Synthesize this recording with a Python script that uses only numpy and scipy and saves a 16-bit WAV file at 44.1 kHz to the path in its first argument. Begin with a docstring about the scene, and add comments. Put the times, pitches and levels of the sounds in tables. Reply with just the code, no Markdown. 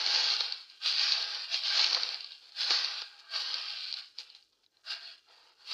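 """Treading dry bean pods

People tread and rake through a heap of pods on a tarp in a quiet yard, heard at one microphone.
Each push sets off a shower of tiny fractures that ring the thin shells and the rake; a foot's
weight adds a low crunch, and single pods snap out above the rest. A steep treble cut-off, like a
noise suppressor's, opens as the crackle gets louder and closes as it fades."""
import sys
import numpy as np
from scipy import signal
from scipy.fft import rfft, irfft
from scipy.io import wavfile
from scipy.ndimage import uniform_filter1d

SR = 44100
rng = np.random.default_rng(int(sys.argv[2]) if len(sys.argv) > 2 else 0)


def put_to_file(sound):
    """Save the sound as 16-bit audio at rate SR, in the file named by the first command-line argument."""
    columns = np.atleast_2d(sound).T  # one column per channel
    safe = np.clip(columns, -1, 1)
    whole_steps = np.round(safe * 32767)
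    wavfile.write(sys.argv[1], SR, whole_steps.astype(np.int16))


N = 252693
TIME = np.arange(N) / SR


def undb(db):
    """Decibels to gain."""
    return 10 ** (np.asarray(db) / 20)


def unit(x):
    """Scale to rms 1."""
    return x / np.sqrt(np.mean(x ** 2))


def response(colour, size=4096):
    """Minimum-phase impulse response of unit energy with a (Hz, dB) colour."""
    hz, db = np.transpose(colour)
    grid_hz = np.maximum(np.fft.rfftfreq(size, 1 / SR), 1)
    gain = undb(np.interp(np.log(grid_hz), np.log(hz), db))
    cepstrum = irfft(np.log(gain))
    cepstrum[1:size // 2] *= 2
    cepstrum[size // 2 + 1:] = 0
    impulse = irfft(np.exp(rfft(cepstrum)))
    return impulse / np.linalg.norm(impulse)


def ring(x, impulse):
    """Play x through an impulse response."""
    return signal.fftconvolve(x, impulse)[:len(x)]


def add(out, start_s, x):
    """Mix x into out at start_s."""
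    i = int(np.clip(start_s * SR, 0, N - 1))
    out[i:i + len(x)] += x[:N - i]


def wander(rate):
    """Glide between random levels, rate a second, at rms 1."""
    step = int(SR / rate)
    levels = np.repeat(rng.standard_normal(N // step + 1), step)
    return unit(uniform_filter1d(levels, step)[:N])


# The still yard around the microphone. Each row: frequency in Hz, level in dB.
AIR_COLOUR = [(20, -23), (44, -1), (60, -15), (85, -11.5), (100, -5), (125, -12), (170, -14.5), (400, -1.5),
              (1000, -20), (2200, -24), (4400, -12.5), (6500, -22.5), (9000, -29), (15500, -24)]


def yard_air(level_db=-83):
    """Faint, even outdoor air."""
    return undb(level_db) * unit(ring(rng.standard_normal(N), response(AIR_COLOUR)))


# Foot or rake going into the heap. Each row: time of full force in seconds, hold in seconds,
# crackle level in dB, its sag while held in dB per second, rattle and crunch in relative dB.
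PUSHES = [(-0.006, 0.026, -32.5, 31.5, -12.5, -19.5), (0.069, 0.031, -30.5, 21.5, -17, -21.5),
          (0.145, 0.2, -27.5, 21, -15.5, -23.5), (0.408, 0.2, -34.5, 70.5, -18.0, -22.0),
          (0.71, 0.026, -54.5, 17.5, -16.5, -28.0), (0.868, 0.078, -31, 24, -15.5, -33.5),
          (0.996, 0.13, -30.0, 2, -14, -35), (1.154, 0.29, -35.5, 22, -13.5, -23.5),
          (1.341, 0.023, -42, 23, -8.5, -20), (1.538, 0.01, -29.5, 21.0, -17.5, -39),
          (1.66, 0.084, -32, -3, -14.5, -34.5), (1.776, 0.092, -26.5, 28, -16.5, -23.5),
          (1.927, 0.22, -32, 43.5, -16, -18.5), (2.208, 0.14, -49.5, 6.0, -19.0, -31.0),
          (2.432, 0.092, -57.5, 6, -20, -18.5), (2.611, 0.14, -32, 25.5, -13.5, -35.5),
          (2.717, 0.3, -29.5, 41.5, -12.5, -22.5), (3.117, 0.16, -59.0, 1, -5.5, -21.0),
          (3.354, 0.02, -35.0, 17.5, -10.5, -27.0), (3.41, 0.19, -38, -2, -12.5, -24.5),
          (3.653, 0.34, -39.0, 13, -16.0, -38.0), (4.195, 0.19, -53, 43.5, -15.5, -24),
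          (4.536, 0.11, -79, 4, -11, -16.0), (4.753, 0.064, -75, 20.0, -7.5, -12.0),
          (4.907, 0.027, -39.5, 44.5, -7, -25.0), (5.033, 0.087, -48.0, 38.5, -11.0, -26),
          (5.302, 0.21, -62.5, 15.5, -13, -9), (5.613, 0.059, -61, 1, -9.0, -14),
          (5.713, 0.05, -38.5, 19.5, -16.0, -20.5)]


def pushes(attack_s=0.087, attack_power=2.14, release_db_per_s=163):
    """Each push sinks in, sags while held and lets go; returns dB curves of crackle, rattle, crunch."""
    crackle = rattle = crunch = 1e-12
    for full_s, hold_s, db, sag, rattle_db, crunch_db in PUSHES:
        sunk = np.clip(1 - (full_s - TIME) / attack_s, 1e-6, 1)
        held_s = np.clip(TIME - full_s, 0, hold_s)
        released_s = np.maximum(TIME - full_s - hold_s, 0)
        force_db = 20 * attack_power * np.log10(sunk) - sag * held_s - release_db_per_s * released_s
        crackle += undb(db + force_db) ** 2
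        rattle += undb(db + rattle_db + .88 * force_db) ** 2  # fades more slowly than the crackle
        crunch += undb(db + crunch_db + 1.2 * force_db) ** 2  # fades faster
    return 10 * np.log10([crackle, rattle, crunch])


def fractures(rate, spread_db):
    """Random clicks, rate a second, many small and a few large, of even mean power."""
    chance = np.clip(rate / SR, 1e-4, 1)
    sizes = unit(undb(spread_db * np.minimum(rng.standard_normal(N), 2.1)))
    return (rng.random(N) < chance) * rng.choice([-1, 1], N) * sizes / np.sqrt(chance)


# A thin shell cracking. Each row: frequency in Hz, level in dB.
SHELL_COLOUR = [(300, -85.5), (900, -37.5), (1900, -19.5), (2350, -10.5), (3150, -7), (3550, -7), (4200, 0),
                (4600, 1.5), (5200, -6.5), (5900, -14.5), (6800, -21.5), (7600, -43), (12000, -76.5)]


def cracking_shells(rate, size_range=0.015, count=5):
    """Shells of several sizes crack, each at its own pitch; returns their sound and the bare clicks."""
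    trains = [fractures(rate / count, spread_db=3.5) / np.sqrt(count) for _ in range(count)]
    scales = 1 + size_range * np.linspace(-1, 1, count)
    shells = [response([(hz * scale, db) for hz, db in SHELL_COLOUR]) for scale in scales]
    return sum(map(ring, trains, shells)), sum(trains)


# Shells lying loose on the heap. Each row: frequency in Hz, level in dB.
LOOSE_COLOUR = [(600, -64), (2050, -26), (2380, -10), (2600, -12), (2800, -5), (2960, -11), (3170, -6.5),
                (3600, -9), (4350, -1.5), (4800, -4), (5400, -14.5), (6200, -33.5), (7500, -48.5)]


def loose_shells(taps):
    """With no weight on them, shells only tap together and ring."""
    return ring(taps, response(LOOSE_COLOUR))


# How lightly the rake sits in the heap. Each row: time in seconds, share from 0 (deep) to 1 (light).
RAKE_LIGHTNESS = [(3.07, 0.4), (3.14, 0.3), (3.31, 0.8), (3.40, 0.04), (4.5, 0.14), (4.8, 0.97),
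                  (5.2, 0.98), (5.3, 0)]
# The rake's modes. Each row: frequency in Hz, width in Hz, level in dB when deep, and when light.
RAKE_MODES = [(687, 25, -22, -3.5), (828.6, 33, 4.5, -29), (1176, 80, 0.5, -16), (1269, 60, 4, -13),
              (1478, 91, 4.5, -3), (1577, 35, 4.5, 4), (1830, 56, 0.5, -19)]


def rake(knocks, size=4096):
    """Pods knock along the rake; its damped modes depend on how deep it sits in the heap."""
    t = np.arange(size) / SR
    hz, width, deep_db, light_db = np.transpose(RAKE_MODES)[:, :, None]
    modes = width * np.exp(-np.pi * width * t) * np.cos(2 * np.pi * hz * t)
    band = signal.butter(3, [560, 2300], "band", fs=SR, output="sos")
    light = np.clip(np.interp(TIME, *np.transpose(RAKE_LIGHTNESS)), 0, 1)
    out = np.zeros(N)
    for share, levels_db in (1 - light, deep_db), (light, light_db):
        impulse = signal.sosfilt(band, np.sum(undb(levels_db) * modes, axis=0))
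        out += ring(knocks * np.sqrt(share), impulse / np.linalg.norm(impulse))
    return out


# The heap packed under a foot. Each row: frequency in Hz, level in dB.
PACKED_COLOUR = [(80, -73.5), (200, -40.5), (290, -16.5), (360, -9.5), (450, -6.5), (510, -2), (590, -11.5),
                 (660, -1.5), (750, -3), (850, 5), (950, -3.5), (1300, 0.5), (2100, -8.5), (3500, -16),
                 (9000, -86)]


def foot_crunch(clicks):
    """Fractures under a foot's weight sound low through the packed heap."""
    cracks = unit(0.46 * clicks + fractures(2800, spread_db=4))
    return ring(cracks, response(PACKED_COLOUR))


# Husk sliding on husk, a faint hiss at the microphone. Each row: frequency in Hz, level in dB.
SCRAPE_COLOUR = [(2500, -21), (5500, 8.5), (7500, -1), (10000, -8), (12500, -14), (15500, -17)]


def husk_scrape(clicks, rate, push_db, slip_db):
    """Husks scrape under the lightest touch, most keenly while a push is building."""
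    building_db = np.clip(push_db - np.interp(TIME - .12, TIME, push_db), 0, 20)
    level_db = .5 * push_db + .22 * building_db + 2.6 * slip_db - 60
    friction = unit(.5 * clicks + fractures(rate, spread_db=-0.5))
    return ring(friction, response(SCRAPE_COLOUR)) * undb(level_db)


def treble_cutoff(hz, push_db):
    """A steep cut-off, like a noise suppressor's, opens as the crackle grows and closes as it fades."""
    edge_hz = 5300 + 1550 * undb(0.89 * np.minimum(push_db, .5))
    return 1 / np.sqrt(1 + (hz[:, None] / edge_hz) ** 50)


def shifting_contacts(x, push_db, broken):
    """The pods in contact keep changing, so resonances come and go; the treble cut-off follows."""
    frames = dict(fs=SR, nperseg=1024, noverlap=768)
    hz, times, spectrum = signal.stft(x, **frames)
    ripple = uniform_filter1d(rng.standard_normal(spectrum.shape), 3, axis=0)  # about 130 Hz wide
    ripple = uniform_filter1d(ripple, 24, axis=1)  # lasting about 0.15 s
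    ripple = unit(uniform_filter1d(ripple, 12, axis=1))
    depth_db = 3 * (1 - .5 * np.interp(times, TIME, broken))  # crushed pods ring less
    peaks = undb(depth_db * ripple)
    peaks /= np.sqrt(np.mean(peaks ** 2, axis=0))
    lowpass = treble_cutoff(hz, np.interp(times, TIME, push_db))
    return signal.istft(spectrum * peaks * lowpass, **frames)[1][:N]


def heap(crackle_db, rattle_db, crunch_db):
    """The moving heap: the harder the push, the denser its crackle."""
    push_db = crackle_db + 30.5  # 0 on a full tread
    rate = 7500 * undb(.2 * push_db)  # clicks a second
    slip_db = 0.58 * wander(55)  # the heap gives way in small fits
    broken = 1 / (1 + undb(-1.5 * (crunch_db + 66.5)))  # share of shells that break under the weight
    cracking, clicks = cracking_shells(rate)
    taps = fractures(rate, spread_db=6)
    shells = np.sqrt(broken) * cracking + np.sqrt(1 - broken) * loose_shells(taps)
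    crackle = shells * undb(crackle_db + slip_db + 1.07)
    knocks = unit(0.29 * taps + fractures(rate, spread_db=7.5))
    rattle = rake(knocks) * undb(rattle_db - 1)
    crunch = foot_crunch(clicks) * undb(crunch_db + 7.5)
    scrape = husk_scrape(clicks, rate, push_db, slip_db)
    return shifting_contacts(crackle + rattle + crunch, push_db, broken) + scrape


# Single pods that stand out at the microphone. Each row: start in seconds, level in dB, ring in Hz.
LOUD_SNAPS = [(0.0623, -16.5, 4130), (0.3655, -19, 4760), (0.4055, -14.5, 4230), (0.5226, -18, 4540),
              (0.6988, -37, 4310), (0.8592, -16.5, 4220), (0.9947, -14.5, 4700), (1.0414, -20.5, 4500),
              (1.1206, -15, 4220), (1.2253, -21.5, 4500), (1.6357, -21.5, 4640), (1.7943, -12, 4600),
              (1.802, -15, 4400), (1.8435, -13, 4180), (1.8645, -17, 4370), (1.9091, -17, 4450),
              (1.9299, -15, 4560), (1.9465, -14, 4260), (2.0325, -15, 4500), (2.0897, -20.5, 4410),
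              (2.1438, -23, 4700), (2.2067, -26, 4500), (2.244, -26.5, 4500), (2.3193, -31, 3800),
              (2.4912, -42, 4600), (2.5206, -39, 4400), (2.7061, -11.5, 4180), (2.8453, -15.5, 4460),
              (3.0178, -24.5, 4700), (3.5417, -17.5, 4600), (3.926, -20, 4560), (3.9398, -22.5, 4140),
              (4.1852, -24, 4760), (4.3005, -36.5, 4400), (4.349, -37, 4120), (4.4253, -47, 4630),
              (4.662, -52, 3930), (4.7694, -52, 4240)]


def snaps(pods, hard_db=-13.5, knock_db=-21.5, size=2048):
    """A pod splits: one sharp crack, a brief ring of its shell and a knock into the heap."""
    out, t = np.zeros(N), np.arange(size) / SR
    husk, body, edge = map(response, (SHELL_COLOUR, PACKED_COLOUR, SCRAPE_COLOUR))
    for start_s, db, hz in pods:
        softer_db = max(hard_db - db, 0)
        top_hz = 5220 + 500 * undb(-softer_db)  # a soft snap gives little above its ring
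        shell = signal.sosfilt(signal.butter(8, top_hz, fs=SR, output="sos"), husk)
        tear = .06 * rng.standard_normal(size) * np.exp(-t / .003)  # the seam tears on
        tear[0] = 1  # the first crack
        t60 = min(.0065 + .1 * softer_db, .014)  # a soft snap leaves the shell whole to ring longer
        onset = (1 - np.exp(-t / 0.00027)) ** 2
        tone = np.sin(2 * np.pi * hz * t) * undb(-60 * t / t60) * onset
        edge_db = -45.5 - 0.38 * db  # small pods tick more thinly
        snap = ring(tear, shell + undb(knock_db) * body + undb(edge_db) * edge) + 0.4 * tone
        add(out, start_s + .0005, undb(db + .5) * snap / np.abs(snap).max())
    return out


def stray_snaps(crackle_db, per_second=4, count=64):
    """Lesser pods snap at random, louder the harder the heap is being pushed."""
    starts = np.cumsum(rng.exponential(1 / per_second, count))
    level_scatter, pitch_scatter = rng.standard_normal((count, 2)).T
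    levels_db = np.interp(starts, TIME, crackle_db) + 11 + level_scatter
    pods = np.column_stack([starts, levels_db, 4420 + 230 * pitch_scatter])
    return snaps(pods[starts < TIME[-1]])


# Whole pods crushed in the heap. Each row: start in seconds, peak in dB, length in seconds,
# knock into the heap in relative dB.
CRUSHED_PODS = [(0.405, -25, 0.012, -2), (1.536, -27, 0.032, -12.5), (1.965, -26.5, 0.015, 7),
                (2.705, -19.5, .014, -3), (3.017, -29.5, 0.0076, -4.5), (3.189, -40, 0.022, -19),
                (4.182, -30, 0.039, -16), (4.348, -42, 0.028, -16), (4.524, -57, 0.012, -11),
                (4.625, -53, 0.026, -11.5)]


def crushes(cracks_per_s=2500, size=4096):
    """A whole pod caves in: a short run of cracks with a low knock in it."""
    out, t = np.zeros(N), np.arange(size) / SR
    shell, body, edge = map(response, (SHELL_COLOUR, PACKED_COLOUR, SCRAPE_COLOUR))
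    for start_s, db, length_s, knock_db in CRUSHED_PODS:
        cracks = rng.standard_normal(size) * (rng.random(size) < cracks_per_s / SR)
        cracks *= np.exp(-(t / length_s) ** 4)
        edge_db = -34.5 - 0.92 * knock_db  # a pod buried in the heap loses its edge
        crush = ring(cracks, shell + undb(knock_db) * body + undb(edge_db) * edge)
        add(out, start_s, undb(db) * crush / np.abs(crush).max())
    return out


def scene():
    """Everything in the open air, heard in mono from one spot in the yard."""
    crackle_db, rattle_db, crunch_db = pushes()
    pods = heap(crackle_db, rattle_db, crunch_db) + snaps(LOUD_SNAPS) + crushes()
    return (pods + yard_air() + stray_snaps(crackle_db))[None]


def record(dry, top_hz=15500):
    """The recorder cuts the top steeply."""
    return signal.sosfilt(signal.ellip(10, .2, 70, top_hz, fs=SR, output="sos"), dry)


dry = scene()
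out = record(dry)
put_to_file(out)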